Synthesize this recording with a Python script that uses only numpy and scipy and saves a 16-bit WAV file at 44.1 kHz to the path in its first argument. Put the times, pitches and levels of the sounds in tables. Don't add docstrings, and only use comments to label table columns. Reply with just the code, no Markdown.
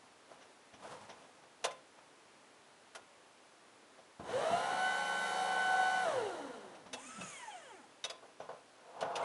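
import sys
import numpy as np
from scipy import signal
from scipy.fft import rfft, irfft, next_fast_len
from scipy.io import wavfile
from scipy.ndimage import uniform_filter1d

SR = 44100
rng = np.random.default_rng(int(sys.argv[2]) if len(sys.argv) > 2 else 0)


def wrap_up_sound(samples):
    columns = np.atleast_2d(samples).T
    tamed = np.clip(columns, -1, 1)
    steps = np.round(tamed * 32767).astype(np.int16)
    wavfile.write(sys.argv[1], SR, steps)


N = 407484
TIME = np.arange(N) / SR
PUMP_ON_S, PUMP_OFF_S, PUMP_REST_S = 4.195, 6.035, 7.05
QUIET_HZ = 253

# frequency in Hz, relative level in dB, t60 in seconds.
CHASSIS = [(448, -2.5, 0.11), (523, 2, 0.27), (590, -17, 0.11), (668, 8.5, 0.093), (830, -3, 0.28),
           (901, 3.5, 0.043), (1027.6, 3, 0.33), (1110, -1.5, 0.15), (1477, -2, 0.18), (1850, -15, 0.12)]
# frequency in Hz, relative level in dB.
PANELS = [(20, -70), (45, -45), (65, -43), (110, -14), (200, -15), (320, -15.5), (480, 0), (680, 3.5),
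          (1000, -5.5), (1250, -8.5), (1480, -9.5), (1900, -22.5), (3200, -25), (8000, -42)]


def amp(db):
    return 10 ** (np.asarray(db) / 20)


def unit(x):
    return x / np.sqrt(np.mean(x ** 2) + 1e-20)


def spectrum_db(points, hz):
    f, db = np.transpose(points)
    return np.interp(np.log(hz + 1), np.log(f + 1), db)


def noise(points, size=N):
    n = next_fast_len(size)
    gain = amp(spectrum_db(points, np.fft.rfftfreq(n, 1 / SR)))
    return unit(irfft(rfft(rng.standard_normal(n)) * gain, n)[:size])


def drift(rate_hz):
    count = 2048
    f = np.fft.rfftfreq(count, N / SR / count)
    slow = irfft(rfft(rng.standard_normal(count)) / (1 + (f / rate_hz) ** 2))
    return np.interp(TIME, np.linspace(0, N / SR, count), unit(slow))


def add(mix, s, sound):
    part = mix[round(s * SR):][:len(sound)]
    part += sound[:len(part)]


def tone(turns, fade, fade_hz):
    angle = 2 * np.pi * (turns + rng.random())
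    in_phase = (1 + fade * drift(fade_hz)) * np.sin(angle)
    quadrature = fade * drift(fade_hz) * np.cos(angle)
    return (in_phase + quadrature) / np.sqrt(.5 + fade ** 2)


def ring(modes, t, pitch=1):
    out = sum(amp(db - 60 * t / t60) / np.sqrt(t60) * np.sin(2 * np.pi * (hz * pitch * t + rng.random()))
              for hz, db, t60 in modes)
    return out / np.linalg.norm(out)


def resonance(peaks, hz):
    return sum(amp(db) / (1 + ((hz - f) / width) ** 2) for f, width, db in peaks)


def open_air():
    # frequency in Hz, relative level in dB.
    hush = [(15, -46), (25, -43), (110, -10), (173, -10.5), (202, -7.5), (274, -2), (319, -3.5), (422, -2),
            (492, -2), (573, -2), (930, -3.5), (2050, -9), (5970, -16.5), (11000, -20.5), (14300, -69),
            (22000, -120)]
    return noise(hush) * amp(-62.5 + 0.11 * drift(8.4))


def seat_rustle():
    # start in seconds, relative level in dB, t60 in seconds.
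    slides = [(0, -64.5, .7), (.27, -58.5, 0.96), (0.788, -46.5, 1.65), (1.6, -53.5, 0.3)]
    # frequency in Hz, relative level in dB.
    cloth = [(29, -56), (50, -32), (103, -13.5), (260, -11.5), (381, -17.5), (500, -4.5), (701, -8.5),
             (983, -6), (1180, -11.5), (2270, -21), (11000, -31.5), (14300, -60), (22000, -120)]
    rise_s = 0.048
    drag = sum(np.clip((TIME - s) / rise_s, 0, 1) * amp(db - 60 * np.maximum(TIME - s - rise_s, 0) / t60)
               for s, db, t60 in slides)
    return drag * noise(cloth) * amp(2 * drift(45) - 3.5)


def knocks():
    # start in seconds, relative clunk, thump and rattle
    # levels in dB, t60 in seconds.
    blows = [(.311, -53, -79, -77, 0.06), (.395, -68, -80, -61.5, .16), (.73, -59.5, -59, -58.5, 0.12),
             (0.843, -49, -75, -71, .1), (1.092, -51, -81, -52.5, 0.16), (1.21, -63, -79, -65.5, .12),
             (1.428, -59, -80, -69, 0.069), (1.975, -60, -84, -66, 0.084), (3.974, -60.5, -78, -69, 0.22),
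             (4.194, -48.5, -50.5, -82, 0.23), (4.288, -50, -56, -58, 0.74), (4.51, -56, -43.5, -60, 0.076),
             (4.535, -53, -48, -63, 0.091), (4.72, -56, -52, -68, 0.1), (6.739, -63, -85, -58.5, 0.057),
             (6.857, -53.5, -62.5, -61.5, .15), (7.18, -58, -56.5, -70, 0.38),
             (8.222, -56.5, -90, -92, 0.24), (8.399, -50.5, -64, -61, 0.32), (8.489, -46, -76, -87, 0.31),
             (9.026, -35, -58, -52, 0.1), (9.048, -42.5, -57.5, -64, 0.12)]
    # frequency in Hz, relative level in dB.
    frame = [(20, -52), (45, -28), (75, -0.5), (130, 3.5), (220, 5.5), (340, 3), (700, -31.5)]
    loose_parts = [(40, -50), (500, -17), (1500, 10), (3500, 10.5), (4600, -1), (6000, 9.5), (7500, -27),
                   (11000, -10)]
    out, t = np.zeros(N), np.arange(SR // 2) / SR
    for s, clunk_db, thump_db, rattle_db, t60 in blows:
        rise_s = .0045 * .5 ** ((clunk_db + 50) / 7)
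        attack = np.minimum(t / rise_s, 1)
        blow = attack * amp(-60 * np.maximum(t - rise_s - 0.027 * t60, 0) / t60)
        modes = attack * ring(CHASSIS, t) * np.linalg.norm(blow)
        clunk = amp(1) * blow * noise(PANELS, len(t)) + amp(-1) * modes
        rattle = blow ** 1.2 * noise(loose_parts, len(t))
        thump = blow * noise(frame, len(t))
        add(out, s, amp(clunk_db) * clunk + amp(thump_db) * thump + amp(rattle_db) * rattle)
    return out


def clacks():
    # start in seconds, relative thud, ring and crack levels in dB,
    # pitch factor, most favoured ring frequency in Hz.
    contacts = [(1.641, -31.5, -41.5, -33.5, 1.0, 3040), (1.707, -66, -58, -54.5, .74, 3000),
                (2.949, -50, -52, -48, 1.1, 1590), (6.93, -43.5, -45, -42.5, 0.94, 4460),
                (7.210, -52, -46.5, -52, 0.92, 2780), (8.04, -44, -38, -41, 0.94, 4430),
                (8.097, -45.5, -47.5, -47.5, 1.21, 5030), (9.007, -38, -49, -48, 1.05, 3670),
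                (9.155, -45, -43.5, -43.5, 0.91, 3080)]
    # frequency in Hz, relative level in dB, t60 in seconds.
    contactor = [(1292, 18, 0.11), (2070, -35, 0.064), (2550, -11, 0.18), (2832, 2.5, 0.092),
                 (3154, 0.5, 0.027), (3593, -4, 0.12), (3980, -1, 0.038), (4280, -9, 0.078),
                 (4950, -13, 0.039), (5300, -13, 0.047), (5540, -6, 0.044), (6360, -3, 0.055),
                 (6930, -9, 0.033)]
    # frequency in Hz, relative level in dB.
    crack_spectrum = [(40, -40), (400, -8), (1400, 4), (3000, 3), (4600, 0), (6200, 1.5), (7500, -5),
                      (11000, -4.5)]
    out, t = np.zeros(N), np.arange(SR // 2) / SR
    chatter_s = 0.012
    after = np.maximum(t - chatter_s, 0)
    burst = np.minimum(t / 0.0013, 1) * (amp(-60 * after / 0.07) + amp(-51 - 60 * after / 0.19))
    strength = np.linalg.norm(burst)
    for s, thud_db, ring_db, crack_db, pitch, bright_hz in contacts:
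        bounces = np.exp(-t / chatter_s) * (t < chatter_s) * rng.standard_normal(len(t)) ** 3
        modes = [(hz, db - 12 * np.log2(hz * pitch / bright_hz) ** 2, t60) for hz, db, t60 in contactor]
        metal = signal.fftconvolve(ring(modes, t, pitch), bounces)[:len(t)]
        metal *= strength / np.linalg.norm(metal)
        body = strength * ring(CHASSIS, t) + amp(-60 * after / 0.18) * noise(PANELS, len(t))
        thud = np.minimum(t / 0.0091, 1) * body
        crack = burst * noise(crack_spectrum, len(t))
        add(out, s, amp(thud_db - 3.5) * thud + amp(ring_db) * metal + amp(crack_db) * crack)
    return out


def pump_motion():
    top_hz, spin_up_s, sag_hz_per_s, coast_s = 765.1, .145, 9.3, .635
    build_s, dump_s = 0.67, 0.07
    on, off = np.maximum(TIME - PUMP_ON_S, 0), np.maximum(TIME - PUMP_OFF_S, 0)
    driven_hz = (top_hz - sag_hz_per_s * (on - off)) * (1 - np.exp(-on / spin_up_s))
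    stopping = np.clip(3.8 * (PUMP_REST_S - TIME), 0, 1)
    pressure = np.minimum(on / build_s, 1) * np.exp(-off / dump_s)
    return driven_hz / (1 + off / coast_s) ** 2 * stopping, pressure


def housing_rattle(turns, tooth_hz):
    # frequency in Hz, half-width in Hz, relative gain in dB.
    housing = [(1000, 21, -52), (1404, 47, -45.5), (1940, 50, -55), (2850, 140, -52)]
    return sum(resonance(housing, k * tooth_hz) * tone(k * turns, fade=0.13, fade_hz=12) / np.sqrt(k)
               for k in range(3, 8))


def pump():
    # time in seconds, relative tooth, octave and overtone levels in dB.
    swells = [(4.74, -38.5, -49, -4.5), (4.85, -40, -37, 0), (5.04, -48, -43.5, -1),
              (5.24, -50.5, -39.5, -0.5), (5.39, -38.5, -52, 0), (5.58, -39.5, -37, -2),
              (5.8, -34, -36.5, -1.5), (5.99, -40, -39.5, -2), (6.1, -37.5, -47, -6)]
    # frequency in Hz, half-width in Hz, gain in dB.
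    casing = [(281, 34, -15.5), (415, 41, -5.5), (495, 22, 4.5), (533, 22, 2), (642, 21, 3.5), (694, 8, 7),
              (752.7, 14.4, 0.5)]
    mounting = [(121, 8.2, -57), (172, 29, -66.5)]
    # frequency in Hz, relative level in dB, t60 in seconds.
    loader = [(486, 8, 0.96), (634, -19, 0.44), (803, -7, .35), (1020, -5, .4), (1430, -3, .4),
              (1503, -17, 1.2)]
    # multiple of that rate, relative level in dB.
    tooth_orders = [(3, -59.5), (4, -49.5), (5, -56.5), (6, -63), (7, -66), (8, -63.5), (9, -63),
                    (10, -65.5), (11, -64), (12, -82), (13, -68), (14, -61)]
    shaft_orders = [(3, -64.5), (7, -60), (8, -53.5), (9, -70), (10, -57.5), (12, -42.5), (13, -50.5),
                    (15, -53.5), (16, -55), (19, -65), (20, -51.5), (21, -57.5), (23, -59.5), (32, -60),
                    (35, -60.5), (64, -62)]
    ball_orders = [(2, -63.5), (3, -68), (4, -46.5), (5, -51), (6, -49.5)]
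    # frequency in Hz, relative level in dB.
    oil_rumble = [(15, -45), (35, -34), (60, -30), (120, -15), (200, -13.5), (300, -6.5), (370, -6.5),
                  (500, 1.5), (680, 2), (950, 0), (1250, -10), (1700, -12), (2500, -36.5)]
    oil_hiss = [(40, -52), (700, -4), (1400, 9.5), (2000, 5.5), (2550, -2.5), (3000, 6.5), (3400, -1.5),
                (3900, 3.5), (5000, -7.5), (6000, -2.5), (7500, -8.5), (8400, -3.5), (9400, -10),
                (10600, -7.5)]
    teeth, balls_per_turn, bite_s = 11, 2.625, 0.18

    tooth_hz, pressure = pump_motion()
    speed, slack = tooth_hz / tooth_hz.max(), 1 - pressure
    flow = speed ** 1.82 * amp(7 * slack)
    jitter = (.0007 + .0035 * slack) * drift(35)
    turns = np.cumsum(tooth_hz * (1 + jitter)) / SR
    shaft_turns = turns / teeth
    ball_turns, ball_hz = balls_per_turn * shaft_turns, balls_per_turn * tooth_hz / teeth

    s, *levels_db = np.transpose(swells)
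    tooth_gain, octave_gain, overtone_gain = (amp(np.interp(TIME, s, db)) for db in levels_db)
    tooth = tooth_gain * speed ** 0.37 * resonance(casing, tooth_hz) * tone(turns, fade=0.2, fade_hz=21.5)
    octave = octave_gain * speed ** 0.7 * tone(2 * turns, fade=0.092, fade_hz=22)
    biting = np.clip((TIME - PUMP_ON_S) / bite_s, 0, 1) ** 2 * np.minimum(tooth_hz / QUIET_HZ, 1) ** 2
    whine = biting * (tooth + octave)
    arms = amp(-30) * signal.oaconvolve(whine, ring(loader, np.arange(SR) / SR))[:N]
    rattle = amp(3) * slack ** 1.1 * np.sqrt(flow) * biting * housing_rattle(turns, tooth_hz)

    overtones = sum(amp(db) * tone(k * turns, fade=0.27, fade_hz=7.7) for k, db in tooth_orders)
    overtones *= 1 + sum(0.17 * tone(k * shaft_turns, fade=0.44, fade_hz=7.1) / k for k in range(1, 4))
    motor = tone(29.36 * shaft_turns, fade=0.98, fade_hz=21)
    shaft = sum(amp(db) * tone(k * shaft_turns, fade=0.26, fade_hz=8.4) for k, db in shaft_orders)
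    bearing = sum(amp(db) * tone(k * ball_turns, fade=0.14, fade_hz=2.7) for k, db in ball_orders[1:])
    mount = biting * resonance(mounting, ball_hz) * tone(ball_turns, fade=0.22, fade_hz=8.6)
    one_turn = noise(oil_hiss, size=648)
    rasp = np.interp(shaft_turns % 1, np.linspace(0, 1, len(one_turn)), one_turn)
    loaded = pressure * (amp(-1) * overtone_gain * overtones + amp(-54.5) * (motor + rasp))
    turning = flow * speed * (amp(-2.5) * shaft + amp(-3.5) * bearing)

    throb = 1 + 0.028 * np.cos(2 * np.pi * shaft_turns)
    rumble = speed ** 1.63 * amp(-47 + 10 * slack + drift(23)) * noise(oil_rumble)
    hiss = amp(-48) * flow * noise(oil_hiss)
    return whine + rattle + arms + mount + loaded + turning + throb * (rumble + hiss)


def brush_noise(turns):
    # frequency in Hz, relative level in dB, t60 in seconds.
    holders = [(5200, -6, 0.069), (6340, -4, 0.021), (6750, -1, 0.013), (7070, 0, 0.062), (8200, -4, 0.028),
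               (8400, 3, 0.034), (9250, -8, 0.034), (9660, -18, .05), (10070, -3, 0.022)]
    # frequency in Hz, relative level in dB.
    brushes = [(40, -58), (1500, 7.5), (3300, 2.5), (4400, -9), (6400, 0.5), (7700, -2.5), (10000, -6),
               (11000, -13)]
    bars = 1 + 0.37 * np.cos(2 * np.pi * turns)
    scrape, t = bars * rng.standard_normal(N), np.arange(SR // 8) / SR
    singing = sum(amp(db + 4.2 * drift(3.3)) * signal.oaconvolve(scrape, ring([(hz, 0, t60)], t))[:N]
                  for hz, db, t60 in holders)
    return amp(-1) * bars * noise(brushes) + amp(-0.5) * unit(singing) + amp(-8) * noise(PANELS)


def drive_motor():
    # on and off times in seconds, target mesh rate in Hz, relative whine and brush
    # levels in dB.
    runs = [(6.932, 7.227, 1336, -58.5, -56), (9.135, 9.4, 824, -48, -61)]
    # frequency in Hz, gain in dB.
    gearbox = [(150, -8), (400, -2), (620, -3), (830, 12), (1080, -3), (1300, 2), (1650, 2), (2100, 4),
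               (2600, -2.5), (3200, 9), (4000, -37), (6000, -21)]
    rev_s, brake_hz_per_s, freewheel_s = .05, 1830, 0.023
    out = np.zeros(N)
    for on_s, off_s, top_hz, whine_db, brush_db in runs:
        on, off = np.maximum(TIME - on_s, 0), np.maximum(TIME - off_s, 0)
        mesh_hz = np.maximum(top_hz * (1 - np.exp(-on / rev_s)) - brake_hz_per_s * off, 0)
        speed = mesh_hz / top_hz
        turns = np.cumsum(mesh_hz * (1 + .007 * drift(60))) / SR
        harmonics = sum(amp(spectrum_db(gearbox, k * mesh_hz) - 5.5 * np.log2(k))
                        * tone(k * turns, fade=0.76, fade_hz=35.2) for k in range(1, 8))
        biting = np.minimum(on / 0.12, 1) * np.minimum(mesh_hz / QUIET_HZ, 1) ** 2
        whine = amp(whine_db) * speed ** 0.38 * biting * harmonics
        hiss = amp(brush_db) * speed ** 1.43 * brush_noise(turns)
        loose = np.clip(1 + (TIME - off_s) / freewheel_s, 0, 1)
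        out += amp(3 * loose) * (whine + hiss)
    return out


def frame_groans():
    # time of the peak in seconds, frequency there in Hz, level in dB.
    groans = [(6.939, 254, -58.5), (7.07, 259, -56), (7.199, 197, -54.5)]
    width_s, sag_hz_per_s = 0.043, 400
    out = np.zeros(N)
    for s, hz, db in groans:
        t = TIME - s
        turns = hz * t - sag_hz_per_s * t ** 2 / 2
        out += amp(db) * np.exp(-(t / width_s) ** 2) * tone(turns, fade=0.55, fade_hz=29.07)
    return out


def rolling():
    # time in seconds, relative level in dB.
    rise = [(8.7, -73), (9.06, -44), (9.24, -40)]
    s, db = np.transpose(rise)
    swell = uniform_filter1d(amp(np.interp(TIME, s, db, left=-140, right=-140)), 128)
    grind = noise(PANELS)
    body = unit(signal.oaconvolve(grind, ring(CHASSIS, np.arange(SR // 3) / SR))[:N])
    return swell * (amp(-1.5) * grind + amp(-3) * body) * amp(1.7 * drift(35))


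def field_echo(x):
    t = np.arange(SR // 2) / SR
    delay_s, t60 = .03, 0.3
    tail = noise([(100, 10.5), (700, -1), (3000, -1), (10000, -17)], len(t))
    tail *= amp(-60 * t / t60) * (t > delay_s)
    return signal.oaconvolve(x, tail / np.linalg.norm(tail))[:N]


def scene():
    tractor = pump() + drive_motor() + frame_groans() + clacks() + knocks() + seat_rustle() + rolling()
    return (tractor + open_air() + amp(-19.5) * field_echo(tractor))[None]


def record(dry):
    edge_hz = 11100
    low_pass = signal.firwin(511, edge_hz, window=("kaiser", 8), fs=SR)
    return signal.oaconvolve(dry, low_pass[None], "same")


dry = scene()
out = record(dry)
wrap_up_sound(out)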